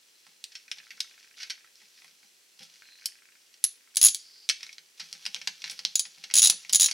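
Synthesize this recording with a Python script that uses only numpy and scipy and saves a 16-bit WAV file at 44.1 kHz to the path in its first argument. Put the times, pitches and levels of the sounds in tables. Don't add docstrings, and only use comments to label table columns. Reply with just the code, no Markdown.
import sys
import numpy as np
from scipy import signal
from scipy.fft import rfft, irfft
from scipy.io import wavfile
from scipy.ndimage import uniform_filter1d

SR = 44100
rng = np.random.default_rng(int(sys.argv[2]) if len(sys.argv) > 2 else 0)


def wrap_up_sound(samples):
    columns = np.atleast_2d(samples).T
    tamed = np.clip(columns, -1, 1)
    steps = np.round(tamed * 32767).astype(np.int16)
    wavfile.write(sys.argv[1], SR, steps)


N = 305613
TIME = np.arange(N) / SR
HIT_SAMPLES, SAMPLES_10_MS = 4096, SR // 100
HIT_TIME, HIT_HZ = np.arange(HIT_SAMPLES) / SR, np.fft.rfftfreq(HIT_SAMPLES, 1 / SR)
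SOCKET_ON_S, SEATING_S = 4.493, 0.54

# t/s, length/s, teeth, fastest point (0-1), crack level/dB, ring level/dB,
# loudest group of socket modes, its lead over the others/dB
SWINGS = [(3.6405, 0, 1, 0, -23, -23, 3, 24), (3.9693, 0, 1, 0, -20, -24, 3, 8),
          (4.0144, .052, 6, .66, -22, -14.5, 3, 4.5), (4.085, 0, 1, 0, -23, -31.5, 3, 1),
          (5.955, 0, 1, 0.078, -23, -21.5, 1, 14), (5.9945, 0.0065, 1, 0, -23, -23, 1, 11),
          (6.3392, 0.055, 6, 0.7, -21, -22.5, 1, 5), (6.4192, .0525, 6, .35, -20, -21, 1, 4.5),
          (6.4987, 0, 1, 0, -16, -22, 2, 6), (6.7319, 0.025, 3, 0.76, -21, -18, 1, 6),
          (6.7977, 0.062, 6, 0.33, -22, -20.5, 1, 7)]
# f/Hz, level/dB, decay/s, group (0-3)
SOCKET_MODES = [(3842, -2, .075, 0), (3540, -10, .05, 0), (4062, -10, .08, 0), (6198, -11, .08, 1),
                (6785, -3.5, .045, 1), (6920, -9, .015, 1), (6778, -13, .2, 1), (9850, -.5, .014, 2),
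                (10050, -11, .01, 2), (9842, -17, .21, 2), (10840, -.5, .013, 3), (11000, -10, .01, 3),
                (10900, -20, .17, 3), (14850, -23, .02, 2), (15150, -19, .022, 1), (15600, -22, .015, 2)]
# f/Hz, level/dB
CRACK_COLOUR = [(40, -23.5), (130, -23.5), (400, -21), (800, -20), (1300, -18), (2200, -8.5), (3200, 0),
                (5300, 6.5), (6500, 7.5), (8300, 0), (10700, 4), (12000, -27), (13500, -8), (15500, -13.5)]
# t/s, level/dB, brightness/dB, contact time/s,
# nut mode left free to ring (rounded; none if outside 1-7)
KNOCKS = [(0.4406, -36, 12, 0.0019, 4), (.519, -50, 0, 0.0084, -2), (0.553, -38, -4, 0.009, 5),
          (.6801, -55, -19, 0.0057, -5), (0.7146, -30.5, -1.5, 0.0047, -5), (0.7838, -45.5, -15, 0.005, 1),
          (0.9058, -43, -15, 0.0093, 7), (1.0042, -25, 8.5, .0035, 0), (1.4003, -39, -7, 0.036, 0),
          (1.42, -41, -3, 0.0086, 1), (1.4314, -35.5, -3, 0.0041, 4.5), (1.4988, -36, 5, .0028, -2),
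          (1.5032, -30, -4, 0.0088, -5), (1.7564, -54.5, 17, 0.00041, -3), (2.5922, -49.5, 4, 0.0045, -2),
          (2.6302, -46.5, 14, 0.011, 3.5), (3.0576, -26, 26.5, 0.0024, 0.5), (3.541, -53.5, 3, 0.0031, 4),
          (3.9492, -47.5, 22, .0015, -2.5), (3.9583, -38, 37, 0.0011, 1), (4.1468, -27.5, 22, .0014, -4),
          (4.49, -22, 6.5, 0.0025, -2), (4.4967, -19.5, -1, 0.0056, 0), (4.6301, -36.5, -5, 0.0047, 3.5),
          (4.6657, -45.5, -7, 0.0019, 0), (4.6927, -50.5, -17, .003, 3), (4.728, -45, 8, 0.0056, -2.5),
          (4.7827, -43.5, -8, 0.00087, 4.5), (4.9975, -38, 1, 0.0057, -4), (5.003, -36, -7.5, 0.013, -4),
          (5.128, -35.5, 10, 0.00099, 0.5), (5.2538, -35, -7.5, 0.0018, 6), (5.2634, -28, 3.5, 0.0025, -3),
          (5.3457, -29.5, 5, 0.00028, 2), (5.3619, -39, -9, 0.0033, 2.5), (5.4147, -39.5, -8, 0.0049, 7.5),
          (5.4738, -24.5, -1.5, 0.003, -8), (5.6195, -41, 1, 0.0034, 3.5), (5.6409, -32, -9, 0.0045, 3),
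          (5.698, -34, 4, 0.0047, -2), (5.7102, -40.5, 26, 0.008, 1), (5.7913, -34.5, 0, .0033, -1),
          (5.8509, -21.5, 2.5, 0.00014, 3), (6.053, -41, -8, .007, 0), (6.239, -36.5, -1.5, 0.007, -2),
          (6.301, -46.5, -17.5, 0.0026, 5), (6.3113, -37.5, -6, 0.0047, -2),
          (6.6493, -50.5, -8, 0.0012, 10), (6.6949, -31.5, 8, 0.0044, 0), (6.7275, -33, 31, 0.0015, 5),
          (6.885, -32.5, -4, 0.0065, -3), (6.9126, -27, 9, .0033, -16)]
# f/Hz, level/dB
STEEL_COLOUR = [(60, -25), (140, -20.5), (400, 0), (650, 3.5), (950, 12.5), (1300, 4.5), (1650, 0),
                (2250, 9.5), (3000, 3.5), (4000, 6), (5400, 8), (6600, -1.5), (7800, 1), (9500, 2.5),
                (11200, -1.5), (13000, -13), (15500, -13.5)]
# f/Hz, level/dB, decay/s
NUT_MODES = [(2260, -11, .09), (3271, -11, 0.43), (4140, -4.5, .12), (4830, -9, 0.063), (5450, -4, 0.067),
             (8800, -6, .11), (11460, -15, 0.12)]
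# f/Hz, level/dB, decay/s
HOUSING_MODES = [(170.8, 3, 0.31), (202, 7.5, .11), (257, 1, 0.13), (510, -1, 0.13), (803, 1, 0.15)]
# t/s, thud level/dB, pat level/dB
BUMPS = [(.267, -68, -57), (.773, -71, -57), (0.924, -70, -72), (1.817, -73, -61), (2.02, -81, -58),
         (2.045, -75, -55.5), (2.109, -73, -71), (2.23, -70, -63.5), (2.602, -56, -63), (6.177, -63, -60),
         (6.523, -56.5, -46)]
# t/s, length/s, level/dB
SLIDES = [(0.242, 0.066, -70.5), (.49, 0.11, -64.5), (0.757, 0.48, -59.5), (1.363, 0.053, -51.5),
          (1.451, 0.14, -62), (1.76, 0.11, -63), (1.934, 0.15, -60.5), (2.585, 0.041, -56.5),
          (2.634, 0.24, -61), (2.963, 0.11, -59), (4.139, .35, -66), (4.59, 0.087, -53.5),
          (4.969, 0.77, -54), (5.644, 0.077, -48), (5.754, 0.56, -58), (6.553, 0.43, -53)]
# f/Hz, level/dB
RUB_COLOUR = [(60, -37.5), (400, -20), (1000, -14.5), (1600, -8), (2400, -3), (3300, 1.5), (4700, 3.5),
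              (6000, 2), (8000, -12.5), (11000, -13), (15000, -25)]
# t/s, f/Hz, level/dB
WASHER_SONG = [(2.78, 4170, -77), (2.86, 4130, -64), (2.929, 4080, -56.5), (3, 4140, -63),
               (3.08, 4330, -95)]
# t/s, f/Hz, level/dB
SHAFT_SONG = [(4.1, 5000, -88), (4.2, 4950, -54), (4.33, 4740, -57.5), (4.45, 4850, -55), (4.55, 4770, -82)]
# t/s, length/s, level/dB, extra on the first step/dB, every second step early by/s
FOCUS_RUNS = [(0.801, .08, -56.5, 6, 0.0036), (.978, .72, -56, 1.5, 0.0037), (2.821, .55, -58, 6.5, 0),
              (3.741, .21, -65.5, -8, 0)]
# multiple of its pitch, level/dB, decay/s
TICK_MODES = [(.73, -4, .015), (.86, -5, .013), (1.06, -2, .014), (1.2, -5, .013)]
# delay/s, gain
ECHOES = [(.0017, 0.066), (.0034, -0.11), (.0058, 0.096), (.0083, .2), (.0096, 0.13)]
# f/Hz, decay/s
ROOM_DECAY = [(200, 0.47), (700, 0.1), (2000, 0.38), (5000, 0.29), (9000, 0.3), (14000, 0.095)]
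# f/Hz, level/dB
ROOM_WIDTH = [(100, -11.5), (300, 0.5), (600, 3), (1200, -9.5), (2500, -9), (5000, -22), (10000, -20)]
# f/Hz, level/dB
BACKGROUND_COLOUR = [(25, -24.5), (60, -17.5), (110, -24.5), (200, -11.5), (420, -5.5), (700, -12),
                     (1150, -11.5), (1700, -7), (2600, -3), (4000, -9.5), (5400, -5), (8000, -6),
                     (12000, -12), (16000, -17.5)]
# f/Hz, likeness (0-1)
BACKGROUND_LIKENESS = [(60, .1), (400, 0.059), (1200, 0.033), (2500, 0.062), (6000, 0.32), (15000, 1)]


def ratchet(crack_s=0.0042, rise_s=0.00076, detune=0.0058, spread_db=6, double_speed_db=5):
    out, t = np.zeros(N), np.arange(SR // 4) / SR
    swell = 1 - np.exp(-t / rise_s)
    crack_colour = look_up(CRACK_COLOUR, HIT_HZ)
    for start_s, length_s, count, fastest, crack_db, ring_db, loudest, lead_db in SWINGS:
        group_db = ring_db - lead_db * (np.arange(4) != loudest)
        damping = 1
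        if start_s < SOCKET_ON_S:
            group_db[0] -= 14
            damping = 1.3
        for s, speed in teeth(start_s, length_s, count, fastest):
            add(out, s, gain(crack_db - 1) * contact(crack_s, crack_colour, chatter=3.5))
            snap_db = group_db + double_speed_db * np.log2(speed) + spread_db * rng.uniform(-1.06, 1, 4)
            for hz, mode_db, t60, group in SOCKET_MODES:
                shifted_hz = hz * (1 + detune * rng.standard_normal())
                ring = unit_energy(swell * mode(shifted_hz, t60 / damping, t))
                add(out, s, gain(snap_db[group] + mode_db) * ring)
    return out


def teeth(start_s, length_s, count, fastest, slowing=2):
    if count < 2:
        return [(start_s, 1)]
    progress = (np.arange(count - 1) + .5) / (count - 1)
    gaps = 1 + slowing * (progress - fastest) ** 2
    times = start_s + length_s * np.r_[0, np.cumsum(gaps)] / gaps.sum()
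    return zip(times, 1 / np.r_[gaps[0], gaps])


def knocks(clean_touch_s=0.00054, ring_db=-6, held_db=-14, held_t60=.03, seated_db=-5, spread_db=2):
    out, t = np.zeros(N), np.arange(SR // 5) / SR
    for s, db, bright_db, length_s, free_mode in KNOCKS:
        colour = knock_colour(s, bright_db, length_s)
        add(out, s, gain(db - 1.5) * contact(length_s, colour, chatter=length_s / clean_touch_s))
        for number, (hz, mode_db, t60) in enumerate(NUT_MODES, start=1):
            held = number != round(free_mode)
            ring = unit_energy(mode(hz, held_t60 if held else t60, t))
            muffle_db = held_db * held + seated_db * seated(s)
            chance_db = spread_db * rng.standard_normal()
            add(out, s, gain(db + ring_db + mode_db + muffle_db + chance_db) * ring)
    return out


def knock_colour(s, bright_db, length_s, graze_s=0.0017):
    bass = look_up([(1100, 1), (1500, 0.089)], HIT_HZ)
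    clank = look_up([(1100, 0.11), (1500, 0.96), (2400, 0.82), (3200, 0.21)], HIT_HZ)
    treble = look_up([(6300, 0.097), (9000, 0.78)], HIT_HZ)
    graze_db = -3.5 * max(np.log2(graze_s / length_s), 0)
    bass_db = -36 + 13 * seated(s) + graze_db - 0.37 * bright_db
    clank_db = -7.5 + graze_db - bright_db
    treble_db = -22.5 + graze_db + bright_db
    return look_up(STEEL_COLOUR, HIT_HZ) + bass_db * bass + clank_db * clank + treble_db * treble


def seated(s):
    return np.clip((s - SOCKET_ON_S) / SEATING_S, 0, 1)


def housing(level_db=-2, rise_s=0.014, detune=0.016, spread_db=3.5, loose_db=-14, lag_s=0.0075):
    out, t = np.zeros(N), np.arange(SR // 2) / SR
    swell = 1 - np.exp(-t / rise_s)
    jolts = [(s + lag_s, min(-45 + 0.54 * db, -61) + loose_db * (1 - seated(s)))
             for s, db, *_ in KNOCKS if s > SOCKET_ON_S]
    for s, db, *_ in BUMPS + jolts:
        for hz, mode_db, t60 in HOUSING_MODES:
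            strength, shift = rng.uniform(-1.37, 1, 2)
            ring = swell * mode(hz * (1 + detune * shift), t60, t)
            add(out, s, gain(db + level_db + mode_db + spread_db * strength) * ring)
    return out


def pats(contact_s=0.0056):
    out = np.zeros(N)
    dull_db = look_up([(1100, -9.5), (1600, 3), (3200, -2.5), (9000, -8.5)], HIT_HZ)
    colour = look_up(STEEL_COLOUR, HIT_HZ) + dull_db
    for s, _, db in BUMPS:
        add(out, s, gain(db - 1) * contact(contact_s, colour, chatter=2.3))
    return out


def rattle(level_db=1, spread_db=3, bright_db=-10, contact_s=0.009, touches=3):
    out = np.zeros(N)
    for start_s, length_s, db in SLIDES:
        for progress, strength in rng.random((touches, 2)):
            s = start_s + progress * length_s
            touch = contact(contact_s, knock_colour(s, bright_db, contact_s), chatter=0.83)
            add(out, s, gain(db + level_db + spread_db * (2 * strength - 1)) * touch)
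    return out


def rubbing(level_db=-2, grain_db=3, rise_s=0.0083, fade_s=0.061):
    power = gain(-65) ** 2
    for s, length_s, db in SLIDES:
        rise = np.clip((TIME - s) / rise_s, 0, 1)
        fade = np.exp(-np.maximum(TIME - s - length_s, 0) / fade_s)
        power = power + (gain(db) * rise * fade) ** 2
    grain = uniform_filter1d(rng.standard_normal(N), size=160)
    return noise(RUB_COLOUR) * np.sqrt(power) * gain(level_db + grain_db * grain / grain.std())


def singing(curve, width_hz):
    s, hz, db = np.transpose(curve)
    jitter = rng.standard_normal(N) + 1j * rng.standard_normal(N)
    wobble = signal.sosfilt(signal.butter(2, width_hz, fs=SR, output="sos"), jitter)
    phase = 2 * np.pi * np.cumsum(np.interp(TIME, s, hz)) / SR
    song = (wobble * np.exp(1j * phase)).real
    return song / song.std() * gain(np.interp(TIME, s, db))


def lens(steps_per_s=30, strong_hz=2100, weak_hz=2350, weak_db=-2, spread_db=1.5, detune=0.069):
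    out = np.zeros(N)
    for start_s, length_s, db, first_db, early_s in FOCUS_RUNS:
        for step in range(int(length_s * steps_per_s) + 1):
            weak = step % 2
            hz = (weak_hz if weak else strong_hz) * (1 + detune * rng.standard_normal())
            ring = sum((-1) ** k * gain(mode_db) * mode(hz * multiple, t60, HIT_TIME)
                       for k, (multiple, mode_db, t60) in enumerate(TICK_MODES))
            step_db = db + first_db * (step == 0) + weak_db * weak + spread_db * rng.standard_normal()
            s = start_s + step / steps_per_s - early_s * weak
            add(out, s, gain(step_db - 1) * unit_energy(ring))
    return out


def workshop(sound, reverb_db=-7):
    shared = sound + gain(reverb_db) * signal.fftconvolve(sound, room_ring())[:N]
    for delay_s, strength in ECHOES:
        add(shared, delay_s, strength * sound)
    side = signal.fftconvolve(sound, room_ring())[:N]
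    width = gain(look_up(ROOM_WIDTH, np.fft.rfftfreq(2 * N, 1 / SR)))
    side = irfft(rfft(side, 2 * N) * width)[:N]
    return np.array([shared + side, shared - side])


def room_ring(early_db=9, early_s=0.014, gap_s=0.0011):
    hz, t, bands = signal.stft(rng.standard_normal(SR // 2), SR, nperseg=256)
    fade = gain(-60 * t / look_up(ROOM_DECAY, hz)[:, None])
    scatter = 1 + gain(early_db) * np.exp(-t / early_s)
    ring = signal.istft(bands * fade * scatter, SR, nperseg=256)[1]
    onset = 1 - np.exp(-(np.arange(len(ring)) / SR / gap_s) ** 2)
    spectrum = rfft(ring * onset)
    spectrum /= np.sqrt(uniform_filter1d(abs(spectrum) ** 2, size=150))
    ring = irfft(spectrum)[:SR // 3]
    return ring / np.linalg.norm(ring)


def background(level_db=-63):
    likeness = np.clip(look_up(BACKGROUND_LIKENESS, np.fft.rfftfreq(N, 1 / SR)), -1, 1)
    left, other = noise(BACKGROUND_COLOUR), noise(BACKGROUND_COLOUR)
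    right = irfft(likeness * rfft(left) + np.sqrt(1 - likeness ** 2) * rfft(other), N)
    return gain(level_db) * np.array([left, right])


def contact(length_s, colour_db, chatter):
    grit = rng.standard_normal(HIT_SAMPLES) * np.exp(-HIT_TIME / max(length_s, 1e-4))
    force = chatter * grit / np.linalg.norm(grit)
    force[0] += 1
    log_gain = np.log(gain(np.r_[colour_db, colour_db[-2:0:-1]]))
    tone_filter = np.exp(np.conj(signal.hilbert(log_gain)))
    spectrum = rfft(force) * tone_filter[:len(HIT_HZ)]
    band = spectrum[(HIT_HZ > 2800) & (HIT_HZ < 8000)]
    return irfft(spectrum) / np.sqrt(2 * np.sum(abs(band) ** 2) / HIT_SAMPLES / SAMPLES_10_MS)


def mode(hz, t60, t):
    return np.sin(2 * np.pi * hz * t) * np.exp(-np.log(1000) * t / t60)


def noise(colour):
    shape = gain(look_up(colour, np.fft.rfftfreq(N, 1 / SR)))
    hiss = irfft(rfft(rng.standard_normal(N)) * shape, N)
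    return hiss / hiss.std()


def unit_energy(hit):
    return hit / np.sqrt(np.sum(hit ** 2) / SAMPLES_10_MS + 1e-20)


def gain(db):
    return 10 ** (np.asarray(db) / 20)


def look_up(points, hz):
    f, value = np.transpose(points)
    return np.interp(np.log(hz + 1), np.log(f), value)


def add(mix, s, sound):
    part = mix[max(round(s * SR), 0):][:len(sound)]
    part += sound[:len(part)]


def scene():
    slides = rubbing() + rattle() + singing(WASHER_SONG, width_hz=150) + singing(SHAFT_SONG, width_hz=450)
    sources = ratchet() + knocks() + lens() + housing() + pats() + slides
    return workshop(sources) * gain([[-.8], [-.5]]) + background()


def record(dry, ceiling=0.7, lopsided=.009, cutoff_hz=15900):
    rounded = dry / (1 + (dry / ceiling) ** 6) ** (1 / 6)
    rounded = rounded + lopsided * rounded ** 2
    low_pass = signal.firwin(601, cutoff_hz, window=("kaiser", 6), fs=SR)
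    return signal.oaconvolve(rounded, low_pass[None], "same")


dry = scene()
out = record(dry)
wrap_up_sound(out)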